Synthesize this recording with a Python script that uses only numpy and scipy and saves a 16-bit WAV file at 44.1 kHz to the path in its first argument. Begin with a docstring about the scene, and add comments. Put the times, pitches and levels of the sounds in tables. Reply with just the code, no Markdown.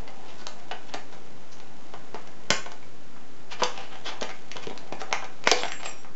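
"""Two hands work a padlock out of its blister pack, close up in a small, hushed room.
First the stiff plastic shell buckles in scattered snaps and the heavy lock knocks on the backing card.
A hard crack lands at 2.5 s; from 3.5 s the snaps crowd in and the plastic scrapes and crackles under
the fingers. The biggest cracks come near 5.5 s, then the lock slides free, its metal singing thinly
against the plastic edge, and one soft knock ends it."""
import sys
import numpy as np
from scipy import signal
from scipy.fft import rfft, irfft, next_fast_len
from scipy.io import wavfile

SR = 44100
rng = np.random.default_rng(int(sys.argv[2]) if len(sys.argv) > 2 else 0)


def wrap_up_sound(samples):
    """Save the sound to the file named by the first command line argument, as 16-bit audio."""
    columns = np.atleast_2d(samples).T
    # keep every value between -1 and 1, then stretch to whole-number steps
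    tamed = np.clip(columns, -1, 1)
    steps = np.round(tamed * 32767).astype(np.int16)
    wavfile.write(sys.argv[1], SR, steps)


N = 271215
TIME = np.arange(N) / SR

# Table levels are relative. Tone curves of room hush, skin rub and fine crackle: f/Hz, level/dB
HUSH_EQ = [(30, -14.5), (55, -12), (136, -6.5), (232, -5.5), (525, -12), (800, -19), (1330, -17.5),
           (3000, -25), (8200, -30)]
RUB_EQ = [(120, -27.5), (300, 3), (550, 4), (800, 7.5), (1200, -6), (2000, -10.5), (4000, -39)]
CRACKLE_EQ = [(900, -2), (1800, -3), (3000, -1), (4500, -9.5), (6500, -11.5), (8000, -3)]
# the room's tail: f/Hz, level/dB, t60/s
ROOM_TAIL = [(180, -10, 0.48), (400, -6.5, 0.19), (890, -1, 0.25), (2060, -1, 0.36), (4100, -10, 0.29),
             (7600, -4, 0.34)]
# early reflections off hands and table: delay/s, level/dB
REFLECTIONS = [(.0016, -41), (.0058, -29), (.0074, -19), (0.02, -19)]
# resonances of the thin shell: f/Hz, width/Hz, boost/dB
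SHELL_PEAKS = [(496, 990, 2), (2130, 410, 1.5), (4190, 3700, 13), (6270, 1400, 4)]
# modes of the card with the shell on it: f/Hz, level/dB, t60/s
CARD_MODES = [(213, -8, 0.064), (280, -3.5, 0.11), (423, -2, 0.3), (508, -2, 0.33), (629.4, -6.5, 0.35),
              (785, 2.5, 0.017), (769.3, 2.5, 0.058), (824, 5, 0.02), (1040, -23, 0.044), (1250, 10, 0.026),
              (1486, -6, 0.29), (2064, 5.5, 0.11)]
# crossovers bounding the thump, low, mid and high bands: f/Hz
CROSSOVERS_HZ = [110, 300, 1100, 3300, 8000]
# fader moves for the fingers shifting on the pack: t/s, rub/dB, crackle/dB
FINGER_LEVELS = [(0.0, -45, -52.5), (1.03, -50, -55), (1.35, -52, -55.5), (2.62, -49, -53), (3.0, -56, -58),
                 (3.54, -53.5, -62), (3.7, -46.5, -47.5), (4.02, -48, -51.5), (4.13, -39.5, -51),
                 (4.4, -54, -52.5), (5.14, -41, -52.5), (5.26, -57.5, -55), (5.48, -47, -54),
                 (5.62, -33.5, -49), (5.7, -56, -56), (5.84, -47, -46), (6.03, -56.5, -53),
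                 (6.15, -75, -81)]
# plastic slides on the card: middle t/s, half length/s, level/dB, brightness/dB, panel f/Hz
SLIDES = [(0.297, 0.019, -53, -2, 2960), (0.408, 0.023, -57, 4.5, 1410), (0.6, 0.009, -59, -8, 1000),
          (0.893, .007, -52, -1, 2960), (0.929, 0.0065, -53, -13, 2960), (1.531, 0.011, -57, 8.5, 6140),
          (2.829, 0.0029, -53, -9, 2200), (3.171, 0.0081, -57, -19, 1100),
          (3.527, 0.012, -41.5, -1.5, 2800), (3.603, 0.0094, -43, -6, 2900), (3.799, 0.049, -49, -6, 2980),
          (3.93, 0.018, -50.5, -14, 3080), (4.079, 0.017, -37, -2.5, 3330), (4.126, 0.016, -48, -8, 3400),
          (4.309, 0.0086, -45, -8, 2120), (4.566, 0.0079, -48.5, -8, 2800), (4.633, .01, -45.5, -0.5, 2550),
          (5.006, 0.0083, -48, 0.5, 1390), (5.463, 0.0054, -41.5, -12, 2300),
          (5.492, 0.015, -35.5, 5, 2320), (5.594, 0.037, -42.5, 2, 3420), (5.806, 0.006, -45.5, -9, 2400),
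          (5.863, 0.019, -48.5, 3, 2410)]
# stick-slip strokes on the lock's metal: t/s, length/s, f/Hz, level/dB, roughness/0-1
METAL_STROKES = [(5.605, 0.067, 7500, -50, 0.6), (5.705, 0.087, 7460, -48, 0.25),
                 (5.848, 0.045, 7540, -41.5, 0.6), (5.651, 0.077, 5700, -54.5, 0.5),
                 (5.885, 0.044, 5690, -55, 0.06), (5.953, 0.06, 5680, -60, 0.04),
                 (5.97, 0.046, 7520, -60, 0.2)]
# the lock bumps the card: t/s, level/dB, thump/dB, click/dB, knock f/Hz
LOCK_BUMPS = [(0.7185, -14, -29, -8, 520), (0.944, -8.5, -12, -6.5, 407), (1.9376, -17.5, -6, -6, 770),
              (1.945, -21, -17, -16, 780), (2.1442, -15.5, 3, -4, 640), (2.156, -15.5, -16, -11, 720),
              (2.504, 0, -1.5, -5, 1130), (2.507, -4, -17, -15, 410), (2.66, -13.5, -16, -6.5, 750),
              (3.6193, 3.5, -14.5, -13.5, 520), (3.6275, -0.5, -29, -14, 540), (4.2198, -6, -6, -12.5, 600),
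              (4.557, -18, 2.5, -7, 540), (4.6697, -16, 7.5, -10, 400), (4.708, -19.5, 2.5, -19, 550),
              (4.9239, -10.5, -0.5, -6, 530), (5.111, -13.5, -11, -9.5, 720), (5.128, -10, -24, -14, 770),
              (5.224, -10, -30, -15, 780), (5.518, 5.5, -38, -7, 540), (6.0462, -20.5, -26, -9.5, 760)]
# the shell buckles: t/s, level/dB, brightness/dB, share to the card/dB, slip time/s, panel f/Hz
BUCKLES = [(0.0771, -22.5, -4.5, -0.5, 0.0024, 2950), (0.4681, -15.5, 6, -2, 0.001, 4000),
           (0.712, -9.5, -12, 1.5, 0.0032, 2900), (0.9388, -16.5, 6.5, 0, 0.0013, 2950),
           (1.1249, -24, -3, -4, 0.0084, 1430), (1.6003, -23, -9, -12, .002, 2220),
           (2.2726, -24, -4, -17, 0.0024, 1520), (2.504, 1.5, 7, -6, 0.0012, 1770),
           (2.7181, -20.5, -2, -9, 0.0023, 1490), (3.6043, -18, -7, -12, .0021, 1770),
           (3.6344, -2.5, 3.5, -18, 0.002, 3550), (3.7768, -14.5, -8, -1, 0.001, 2560),
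           (3.9551, -18.5, -32, -9, .0022, 3080), (4.2112, -16, 5, -7, 0.0024, 3220),
           (4.2274, -9.5, -0.5, 0.5, 0.0028, 2960), (4.292, -17, -5, -6, 0.0022, 2070),
           (4.5155, -12.5, -3, -39, 0.0012, 2750), (4.5674, -13, -6, -5.5, 0.00082, 3400),
           (4.6694, -16.5, -6, -20, 0.00024, 3160), (4.6978, -18, -10, -10, .0018, 3540),
           (4.7764, -18.5, -0.5, -20, 0.00073, 4140), (5.0157, -15, -2, 5, 0.0017, 1350),
           (5.127, 2, -6, -1, 0.00088, 2080), (5.2428, -17.5, -3.5, -2, 0.0034, 2170),
           (5.4399, -19, 1, -1, 0.00094, 2340), (5.4726, 7.5, -6, 3.5, 0.0015, 2190),
           (5.5144, 8, 5, -8, 0.00077, 4570), (5.6338, -5, -9, 6.5, 0.0014, 3300),
           (5.654, -12.5, -8, 1, 0.00095, 1710), (5.681, -11.5, -8, -19, 0.0024, 1710),
           (5.7197, -6.5, -11, -27, 0.001, 1740), (5.8316, -13, -14, -6, 0.00091, 2420),
           (5.8586, -9, -21, -2, .0015, 2500)]


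def from_db(db):
    """Decibels to gain."""
    return 10 ** (np.asarray(db) / 20)


def rms_one(x):
    """Scale to rms 1."""
    return x / np.sqrt(np.mean(x ** 2) + 1e-20)


def unit_energy(x):
    """Scale to a sum of squares of 1."""
    return x / np.sqrt(np.sum(x ** 2) + 1e-20)


def add(out, start_s, sound):
    """Drop a short sound onto the track."""
    at = max(round(start_s * SR), 0)
    out[at:at + len(sound)] += sound[:max(N - at, 0)]


def band(x, low_hz, high_hz):
    """Causal band-pass."""
    return signal.sosfilt(signal.butter(2, [low_hz, high_hz], "band", fs=SR, output="sos"), x + 1e-18)


def four_bands(x):
    """Split into thump, lows, mids and highs."""
    return [band(x, low, high) for low, high in zip(CROSSOVERS_HZ, CROSSOVERS_HZ[1:])]


def boost(x, hz, width_hz, db):
    """A bell boost: one resonance stands out."""
    return x + (from_db(db) - 1) * signal.lfilter(*signal.iirpeak(hz, hz / width_hz, fs=SR), x)


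def equalise(x, curve):
    """Apply a tone curve, silent above its last point; rms 1."""
    hz, db = np.transpose(curve)
    size = next_fast_len(N)
    bins = np.maximum(np.fft.rfftfreq(size, 1 / SR), 1)
    gain = from_db(np.interp(np.log(bins), np.log(hz), db, right=-np.inf))
    return rms_one(irfft(rfft(x, size) * gain, size)[:N])


def hush(level_db):
    """A steady bed of dark room tone."""
    return from_db(level_db) * equalise(rng.standard_normal(N), HUSH_EQ)


def room(send, build_s):
    """Reflections off hands and table, then a diffuse tail that dies band by band."""
    t = TIME[:SR // 2]
    edges_hz = np.geomspace(110, 8800, 13)
    hz, db, t60 = np.transpose(ROOM_TAIL)
    response = np.zeros(len(t))
    for low, high in zip(edges_hz, edges_hz[1:]):
        log_centre = np.log(low * high) / 2
        level_db, decay_s = (np.interp(log_centre, np.log(hz), column) for column in (db, t60))
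        envelope = from_db(-60 * t / decay_s) * (1 - np.exp(-t / build_s))
        tail = band(rng.standard_normal(len(t)), low, high) * envelope
        response += from_db(level_db) * np.sqrt(2 * (high - low) / SR) * unit_energy(tail)
    for delay_s, echo_db in REFLECTIONS:
        response[round(abs(delay_s) * SR)] += from_db(echo_db)
    return signal.fftconvolve(send, response)[:N]


def slips(size, per_s, spread_db):
    """Tiny stick-slip clicks at random moments, a few much louder than the rest."""
    heights = from_db(spread_db * np.minimum(rng.exponential(1, size), 4)) * rng.choice([-1, 1], size)
    return heights * (rng.random(size) < per_s / SR)


def shell(x):
    """The thin plastic adds its broad resonances."""
    for hz, width_hz, db in SHELL_PEAKS:
        x = boost(x, hz, width_hz, db)
    return x


def fingers(rub_db, crackle_db):
    """Skin rubs dully on the card while the strained shell ticks finely."""
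    times, dull_db, fine_db = np.transpose(FINGER_LEVELS)
    rub = equalise(slips(N, per_s=1500, spread_db=2), RUB_EQ)
    crackle = equalise(shell(slips(N, per_s=700, spread_db=4.5)), CRACKLE_EQ)
    rub *= from_db(np.interp(TIME, times, dull_db) + rub_db)
    crackle *= from_db(np.interp(TIME, times, fine_db) + crackle_db)
    return rub + crackle


def scrapes(level_db):
    """Plastic slides on the card: a gritty swell of dense, even slips."""
    out, t = np.zeros(N), TIME[:SR // 5]
    middle = t[-1] / 2
    for peak_s, half_s, slide_db, bright_db, panel_hz in SLIDES:
        swell = np.exp(-.5 * ((t - middle) / half_s) ** 2)
        grit = slips(len(t), per_s=4500, spread_db=2.3)
        grit = boost(grit, hz=5000, width_hz=2500, db=11.5)
        grit = boost(grit, panel_hz, width_hz=630, db=9)
        low_db, high_db = -1.5 - .3 * bright_db, -2.5 + bright_db   # a brighter slide has less body
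        for sign, part, db in zip((1, -1, 1), four_bands(grit)[1:], (low_db, 0, high_db)):
            add(out, peak_s - middle, sign * from_db(slide_db + db + level_db) * swell * rms_one(part))
    return out


def squeaks(level_db, flutter_hz, swing_hz, attack_s, t60_s):
    """Friction keeps a mode of the metal singing; uneven grip shakes pitch and level, then it rings out."""
    out, t = np.zeros(N), TIME[:SR // 3]
    smooth = signal.butter(2, flutter_hz, fs=SR, output="sos")
    for start_s, length_s, hz, db, roughness in METAL_STROKES:
        tremolo, vibrato = roughness * rms_one(signal.sosfilt(smooth, rng.standard_normal((2, len(t)))))
        envelope = (1 - np.exp(-t / attack_s)) * from_db(-60 * np.maximum(t - length_s, 0) / t60_s)
        tone = np.sqrt(2) * np.sin(2 * np.pi * np.cumsum(hz + swing_hz * vibrato) / SR)
        add(out, start_s, from_db(db + level_db) * envelope * (1 + tremolo) * tone)
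    return out


def card_ring(t, knock_hz, vary_db, detune, db_per_octave):
    """The grip retunes the card's modes from hit to hit; those near the knock ring most."""
    hz, db, t60 = np.transpose(CARD_MODES)[:, :, None]
    hz = hz * (1 + detune * rng.standard_normal(hz.shape))
    db = db - db_per_octave * np.abs(np.log2(hz / knock_hz)) + vary_db * rng.standard_normal(hz.shape)
    modes = rng.choice([-1, 1], hz.shape) * np.sin(2 * np.pi * hz * t) * from_db(db - 60 * t / t60)
    return unit_energy(modes.sum(axis=0))


def disperse(x, hz, width_hz):
    """Bending waves cross the sheet at unequal speeds and smear the transient: an all-pass."""
    radius = np.exp(-np.pi * width_hz / SR)
    poles = [1, -2 * radius * np.cos(2 * np.pi * hz / SR), radius ** 2]
    return signal.lfilter(poles[::-1], poles, x)


def jolt(bands_db, ring_db, slip_s, knock_hz, panel_hz=None, run_on_db=-3.0, brisk_s=0.00085):
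    """The pack gives with one pulse and runs on in small slips; the shell colours it, the card rings."""
    t = TIME[:SR // 8]
    run_on = unit_energy(slips(len(t), per_s=7000, spread_db=1.5) * np.exp(-t / (2 * slip_s)))
    # the slower it gives, the more crunch against the first pulse
    force = signal.unit_impulse(len(t)) + from_db(run_on_db) * slip_s / brisk_s * run_on
    force = disperse(shell(force), hz=4610, width_hz=1900)
    if panel_hz:
        force = boost(force, panel_hz, width_hz=290, db=7.5)
    force = boost(force, knock_hz, width_hz=330, db=12.5)
    sound = from_db(ring_db) * card_ring(t, knock_hz, vary_db=4.0, detune=0.018, db_per_octave=11.5)
    for sign, part, db in zip((-1, 1, -1, 1), four_bands(force), bands_db):
        sound += sign * from_db(db) * unit_energy(part)
    return sound


def knocks(hit_db, treble_db, ring_db):
    """The lock's weight shifts against the card: a thump, a hollow ring and little top end."""
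    out = np.zeros(N)
    for start_s, db, thump_db, click_db, knock_hz in LOCK_BUMPS:
        bands_db = db + hit_db + np.array([thump_db, 0, click_db, click_db + treble_db])
        add(out, start_s, jolt(bands_db, db + ring_db, slip_s=0.0023, knock_hz=knock_hz))
    return out


def panel_ring(hz, width_hz, t60_s):
    """The buckled panel shivers on, its close modes dying away together."""
    t = TIME[:SR // 8]
    modes = band(rng.standard_normal(len(t)), hz - width_hz / 2, hz + width_hz / 2)
    return unit_energy(modes * from_db(-60 * t / t60_s))


def snaps(crack_db, thump_db, shiver_db):
    """A crease jumps and shakes the card behind it; returns the direct sound and its reverb send."""
    direct, send = np.zeros(N), np.zeros(N)
    for start_s, db, bright_db, share_db, slip_s, panel_hz in BUCKLES:
        card_db = db + share_db
        bands_db = np.array([card_db + thump_db, card_db, db, db + bright_db]) + crack_db
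        ring_db = -5.5 + 0.53 * card_db   # held in the hand, the card's ring grows less than the blow
        snap = jolt(bands_db, ring_db, slip_s, knock_hz=740, panel_hz=panel_hz)
        shiver = from_db(db + shiver_db) * panel_ring(panel_hz, width_hz=560, t60_s=.22)
        send_db = 0.5 - 1.7 * max(db - 2, 0)   # the hardest snaps sound drier
        add(direct, start_s, snap + shiver)
        add(send, start_s, from_db(send_db) * snap)
    return direct, send


def scene():
    """The mono mix: the pack in the room over a steady hush, the metal left dry."""
    cracks, crack_send = snaps(crack_db=-1, thump_db=-29, shiver_db=-6.5)
    bumps = knocks(hit_db=1.5, treble_db=-10, ring_db=-5.5)
    friction = scrapes(level_db=0.5) + fingers(rub_db=-5.5, crackle_db=-7.5)
    metal = squeaks(level_db=3.5, flutter_hz=130, swing_hz=150, attack_s=0.0035, t60_s=0.14)
    bed = hush(level_db=-50.22)
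    reverb = room(crack_send + from_db(1.5) * bumps + friction, build_s=0.0042)
    return (cracks + bumps + friction + metal + reverb + bed)[None]


def record(dry):
    """Soft-clip the sharpest snaps, trim the bass, cut the top steeply and add a small DC offset."""
    ceiling, bass_hz, top_hz, dc_offset = .72, 90, 7400, -.064
    clipped = dry / (1 + (dry / ceiling) ** 4) ** (1 / 4)
    low_cut = signal.butter(1, bass_hz, "high", fs=SR, output="sos")
    high_cut = signal.butter(22, top_hz, fs=SR, output="sos")
    return signal.sosfilt(high_cut, signal.sosfilt(low_cut, clipped)) + dc_offset


dry = scene()
out = record(dry)
wrap_up_sound(out)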